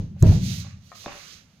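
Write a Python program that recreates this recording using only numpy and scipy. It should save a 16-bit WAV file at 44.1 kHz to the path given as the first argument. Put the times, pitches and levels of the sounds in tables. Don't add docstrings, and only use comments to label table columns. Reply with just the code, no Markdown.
import sys
import numpy as np
from scipy import signal
from scipy.fft import rfft, irfft
from scipy.io import wavfile
from scipy.ndimage import uniform_filter1d

SR = 44100
rng = np.random.default_rng(int(sys.argv[2]) if len(sys.argv) > 2 else 0)


def master_out(mix):
    frames = np.transpose(np.atleast_2d(mix))
    ceiling = np.clip(frames, -1, 1)
    pcm = np.round(ceiling * 32767).astype(np.int16)
    wavfile.write(sys.argv[1], SR, pcm)


def level_to_linear(level):
    exponent = np.asarray(level, float) / 20
    return 10 ** exponent


N = 70560


def interp_log_hz(points):
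    p = np.array(points, float)
    hz = np.maximum(np.fft.rfftfreq(N, 1 / SR), 1)
    return hz, level_to_linear(np.interp(np.log(hz), np.log(p[:, 0]), p[:, 1]))


def shaped(points, channels=1):
    _, gain = interp_log_hz(points)
    y = irfft(rfft(rng.standard_normal((channels, N))) * gain, N)
    return y / np.sqrt(np.mean(y ** 2))


def band(hz, width=1.57):
    apart_per_100hz = 0.097
    spectrum = [(hz / 8, -120), (hz / width, 0), (hz * width, 0), (hz * 8, -140)]
    mid, side = shaped(spectrum, channels=2)
    return mid + min(apart_per_100hz * hz / 100, 1) * side * np.array([[1], [-1]])


def walk(rate_hz):
    k = int(SR / rate_hz)
    return uniform_filter1d(np.repeat(rng.standard_normal(N // k + 1), k), k)[:N]


def ring(modes, start_s, push_ms, swell_s=.0001, size=1):
    t = np.maximum(np.arange(N) / SR - start_s, 0)
    free = 0
    for k, (hz, db, t60_s) in enumerate(modes):
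        decay = np.exp(-np.log(1000) * t / t60_s)
        free = free + (-1) ** (k // size) * level_to_linear(db) * np.sin(2 * np.pi * hz * t) * decay
    push = np.sin(np.pi * np.clip(np.arange(600) / SR * 1000 / push_ms, 0, 1))
    return signal.fftconvolve(free * (1 - np.exp(-t / swell_s)), push / push.sum())[:N]


# frequency in Hz, relative level in dB.
HUM_SPECTRUM = [(15, -61), (25, -23), (76, -1), (195, 2.5), (405, -22), (439, -15.5), (1440, -25),
                (2220, -32.5), (3080, -24.5), (6050, -42.5), (16000, -54.5)]
HUM_DB = -60


def hum():
    mid, side = shaped(HUM_SPECTRUM, channels=2)
    return level_to_linear(HUM_DB + 0.83 * walk(9.6)) * (mid + 0.19 * side * np.array([[1], [-1]]))


# time in seconds, level in dB, low rustle and top sheen in dB against the level.
CLOTH_MOVES = [(0, -60, -4, -22), (.04, -65, -6, -19), (.146, -76, -3, -14), (.186, -70, 4, -14),
               (.205, -60, -6, -3), (.24, -53, -2, -11), (.284, -44, -5, -13), (.342, -44, -7, -14),
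               (.4, -49, -12, -18), (.458, -41, -17, -12), (.502, -39, -17, -14), (.606, -44, -16, -12),
               (.654, -52, -4, -22), (.738, -62, 0, -21), (.796, -70, -3, -18), (.864, -62, -12, -11),
               (.944, -58, -8, -17), (.954, -50, -14, -13), (.984, -51, -14, -12), (1.038, -46, -16, -14),
               (1.086, -51, 2, -22), (1.125, -50, 2, -16), (1.238, -50, -5, -15), (1.335, -48, -10, -18),
               (1.4, -57, -8, -17), (1.474, -70, -3, -14), (1.6, -69, -6, -13)]
# frequency in Hz, relative level in dB.
HISS_SPECTRUM = [(710, -15), (1200, -36.5), (1360, -54), (1640, -26), (1770, -30.5), (1890, -11.5),
                 (2110, -8.5), (3650, -3), (3940, -0.5), (5520, -3.5), (6210, 0.5), (8000, -18.5),
                 (9000, -17.5), (11700, -49), (19800, -120)]
# frequency in Hz, relative level in dB.
SHEEN_SPECTRUM = [(4710, -21), (8000, -2), (9770, -3.5), (13900, -2.5), (16000, -13)]
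# frequency in Hz, left over right in dB.
CLOTH_BALANCE = [(60, -4.5), (110, 0.0), (200, 12.5), (380, 25), (700, -14), (1290, -62), (2380, -14),
                 (4400, -22.5), (8120, -9), (15000, -17.5)]
HISS_DB, SHEEN_DB, RUSTLE_DB = 1, 3, -0.5
RUSTLE_HZ, CLOTH_FLICKER_DB = 1800, .7
CLOTH_APART, CLOTH_LAG_S = 1.14, 0.0002784


def cloth():
    t, moves = np.arange(N) / SR, np.array(CLOTH_MOVES)
    level, low, top = (np.interp(t, moves[:, 0], moves[:, k]) for k in (1, 2, 3))
    level = level + CLOTH_FLICKER_DB * walk(30.2)
    hiss = shaped(HISS_SPECTRUM, channels=2) * level_to_linear(level + HISS_DB)
    sheen = shaped(SHEEN_SPECTRUM, channels=2) * level_to_linear(level + top + SHEEN_DB)
    mid, side = hiss + sheen
    pair = mid + CLOTH_APART * side * np.array([[1], [0]])
    hz, balance = interp_log_hz(CLOTH_BALANCE)
    left = balance * np.exp(-2j * np.pi * hz * CLOTH_LAG_S)
    placed = irfft(rfft(pair) * 2 * np.array([left, np.ones(len(hz))]) / (1 + balance), N)
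    rustle = band(RUSTLE_HZ) * level_to_linear(level + low + RUSTLE_DB + 1.1 * walk(41.15))
    return placed + rustle * level_to_linear(np.array([[-2.5], [2.5]]))


# start in seconds, level in dB, push length in ms, left over right in dB.
KNOCK_TIMES = [(0.162, -49.5, 1.12, 7), (.645, -51, 0.4, 4), (.665, -55.5, 0.27, -12),
               (1.042, -60, 0.1, 29), (1.063, -22.5, 1.83, 0), (1.079, -35.5, 0.41, 0)]
# frequency in Hz, level in dB, t60 in seconds.
WOOD_MODES = [(217.4, 4.5, 0.011), (346, 3, 0.017), (490, -6.5, 0.055), (573.5, -2, 0.088),
              (797, -1, 0.063), (900, -12.5, 0.12), (1101, 3.5, 0.0374), (1594, -15, 0.017),
              (1710, -19.5, 0.016), (2480, 0, 0.024)]


def knocks():
    out = 0
    for start_s, db, push_ms, pan_db in KNOCK_TIMES:
        out = out + level_to_linear(db) * ring(WOOD_MODES, start_s, push_ms) * level_to_linear(np.array([[pan_db], [-pan_db]]) / 2)
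    return out


# start in seconds, level in dB.
CLACK_TIMES = [(.9168, -39), (.9205, -44), (.9262, -42), (.953, -51)]
# frequency in Hz, level in dB, t60 in seconds.
CLACK_MODES = [(526, -29, 0.66), (691, -1, 0.039), (1032, -1, 0.016), (1241, 2, 0.036), (1842, -12, 0.11),
               (2306, -12, 0.059), (2870, -32, 0.022)]


def clacks():
    mono = sum(level_to_linear(db) * ring(CLACK_MODES, start_s, 0.14) for start_s, db in CLACK_TIMES)
    return mono * level_to_linear(np.array([[1.5], [-1.5]]))


# start in seconds, level in dB, push length in ms.
CRACK_TIMES = [(.2248, -30.5, 0.25), (.3225, -22.5, 1), (1.0604, -27, .12), (1.116, -41, 0.061),
               (1.121, -37, 0.096), (1.13, -44.5, .15)]
# frequency in Hz, level in dB, t60 in seconds.
CRACK_MODES = [(710, 0.5, 0.022), (997, 2.5, 0.01), (1600, 5, 0.0043), (2526, -11.5, 0.03),
               (3620, -2.5, 0.0096)]


def cracks():
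    return sum(level_to_linear(db) * ring(CRACK_MODES, start_s, push_ms) for start_s, db, push_ms in CRACK_TIMES)


SCRAPE_S, SCRAPE_LEN_S, SCRAPE_COUNT = 1.085, .1, 16
SCRAPE_MIN_DB, SCRAPE_SPREAD_DB, SCRAPE_PUSH_MS = -55.5, 2, 0.22


def scrape():
    out = 0
    for when, force in rng.random((SCRAPE_COUNT, 2)):
        knock = ring(WOOD_MODES[1:], SCRAPE_S + when * SCRAPE_LEN_S, SCRAPE_PUSH_MS)
        out = out + level_to_linear(SCRAPE_MIN_DB + SCRAPE_SPREAD_DB * force) * knock
    return out


WOOD_ROOM_DB, WOOD_ROOM_T60_S, WOOD_ROOM_RISE_S = -7, 0.43, 0.0033


def wood():
    direct = knocks() + clacks() + cracks() + scrape()
    t = np.arange(N // 2) / SR
    decay = np.exp(-np.log(1000) * t / WOOD_ROOM_T60_S)
    room = rng.standard_normal((2, N // 2)) * decay * np.clip(t / WOOD_ROOM_RISE_S, 0, 1)
    return direct + level_to_linear(WOOD_ROOM_DB) * signal.fftconvolve(direct, room / 30, axes=1)[:, :N]


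# start in seconds, level in dB.
TICK_TIMES = [(0.2255, -23)]
# frequency in Hz, level in dB, t60 in seconds.
TICK_MODES = [(4060, -12.5, 0.024), (6380, 13, 0.0025), (7410, 14, 0.0017), (11350, 5, 0.0019),
              (12000, -12, .004), (15470, -5, .004)]


def ticks():
    return sum(level_to_linear(db) * ring(TICK_MODES, start_s, 0.042, 0.00024) for start_s, db in TICK_TIMES)


# start in seconds, level in dB, push length in ms.
THUMP_TIMES = [(-.04, -21.5, 2.14), (0.205, -19, 9.3), (.215, -14.5, 5.7), (0.2246, -6.5, 2.135),
               (.237, -18.5, 1.66), (.258, -14.5, 4.3), (.288, -14, 2.36), (0.431, -27, 6.9),
               (0.762, -46, 5.3), (1.111, -43.5, 23), (1.352, -55.5, 3.7), (1.441, -63, 4)]
# frequency in Hz, level in dB, t60 in seconds.
TABLE_MODES = [(36.9, -4.5, 0.33), (53.2, -17, .5), (63.5, -8.5, 0.3), (102, 1, 0.39), (114.2, -6.5, 0.35),
               (124.8, 2.5, 0.18), (140, -19.5, .25), (168.75, -11.5, 0.44), (188.67, -13.5, 0.93),
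               (231, -45, 0.9), (256.5, -7, 0.11), (308, -16, 0.26), (342.4, -37, 0.29), (458, -66, .2),
               (640, -3, 0.33)]
TABLE_SWELL_S = 0.004


def table_top():
    return sum(level_to_linear(db) * ring(TABLE_MODES, start_s, push_ms, TABLE_SWELL_S, size=3)
               for start_s, db, push_ms in THUMP_TIMES)


# centre in Hz, level in dB, t60 in seconds.
TAIL_BANDS = [(40, -56, 0.8), (59.7, -46, 0.23), (97.6, -7.5, 0.93), (167.3, -8.5, 0.85),
              (299, -18.5, 0.53), (467, -17, 0.37), (840, -15.5, 0.38), (1500, -11, 0.35)]
TAIL_RISE_S = 0.0067


def table_tail():
    t = np.arange(N) / SR
    out = 0
    for hz, tail_db, t60_s in TAIL_BANDS:
        power = 0
        for start_s, db, push_ms in THUMP_TIMES:
            feed = level_to_linear(db) / (1 + (hz * push_ms / 1000) ** 3)
            rise = np.clip((t - start_s) / TAIL_RISE_S, 0, 1)
            power = power + (feed * rise) ** 2 * np.exp(-2 * np.log(1000) * (t - start_s) / t60_s)
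        out = out + level_to_linear(tail_db) * np.sqrt(power) * band(hz, 1.204)
    return out


def scene():
    return hum() + cloth() + wood() + ticks() + table_top() + table_tail()


def roll_off(x):
    return signal.sosfilt(signal.butter(12, 16470, fs=SR, output="sos"), x)


CEILING = .9


def record(dry):
    rounded = dry / (1 + np.abs(dry / CEILING) ** 4) ** .25
    return roll_off(rounded)


dry = scene()
out = record(dry)
master_out(out)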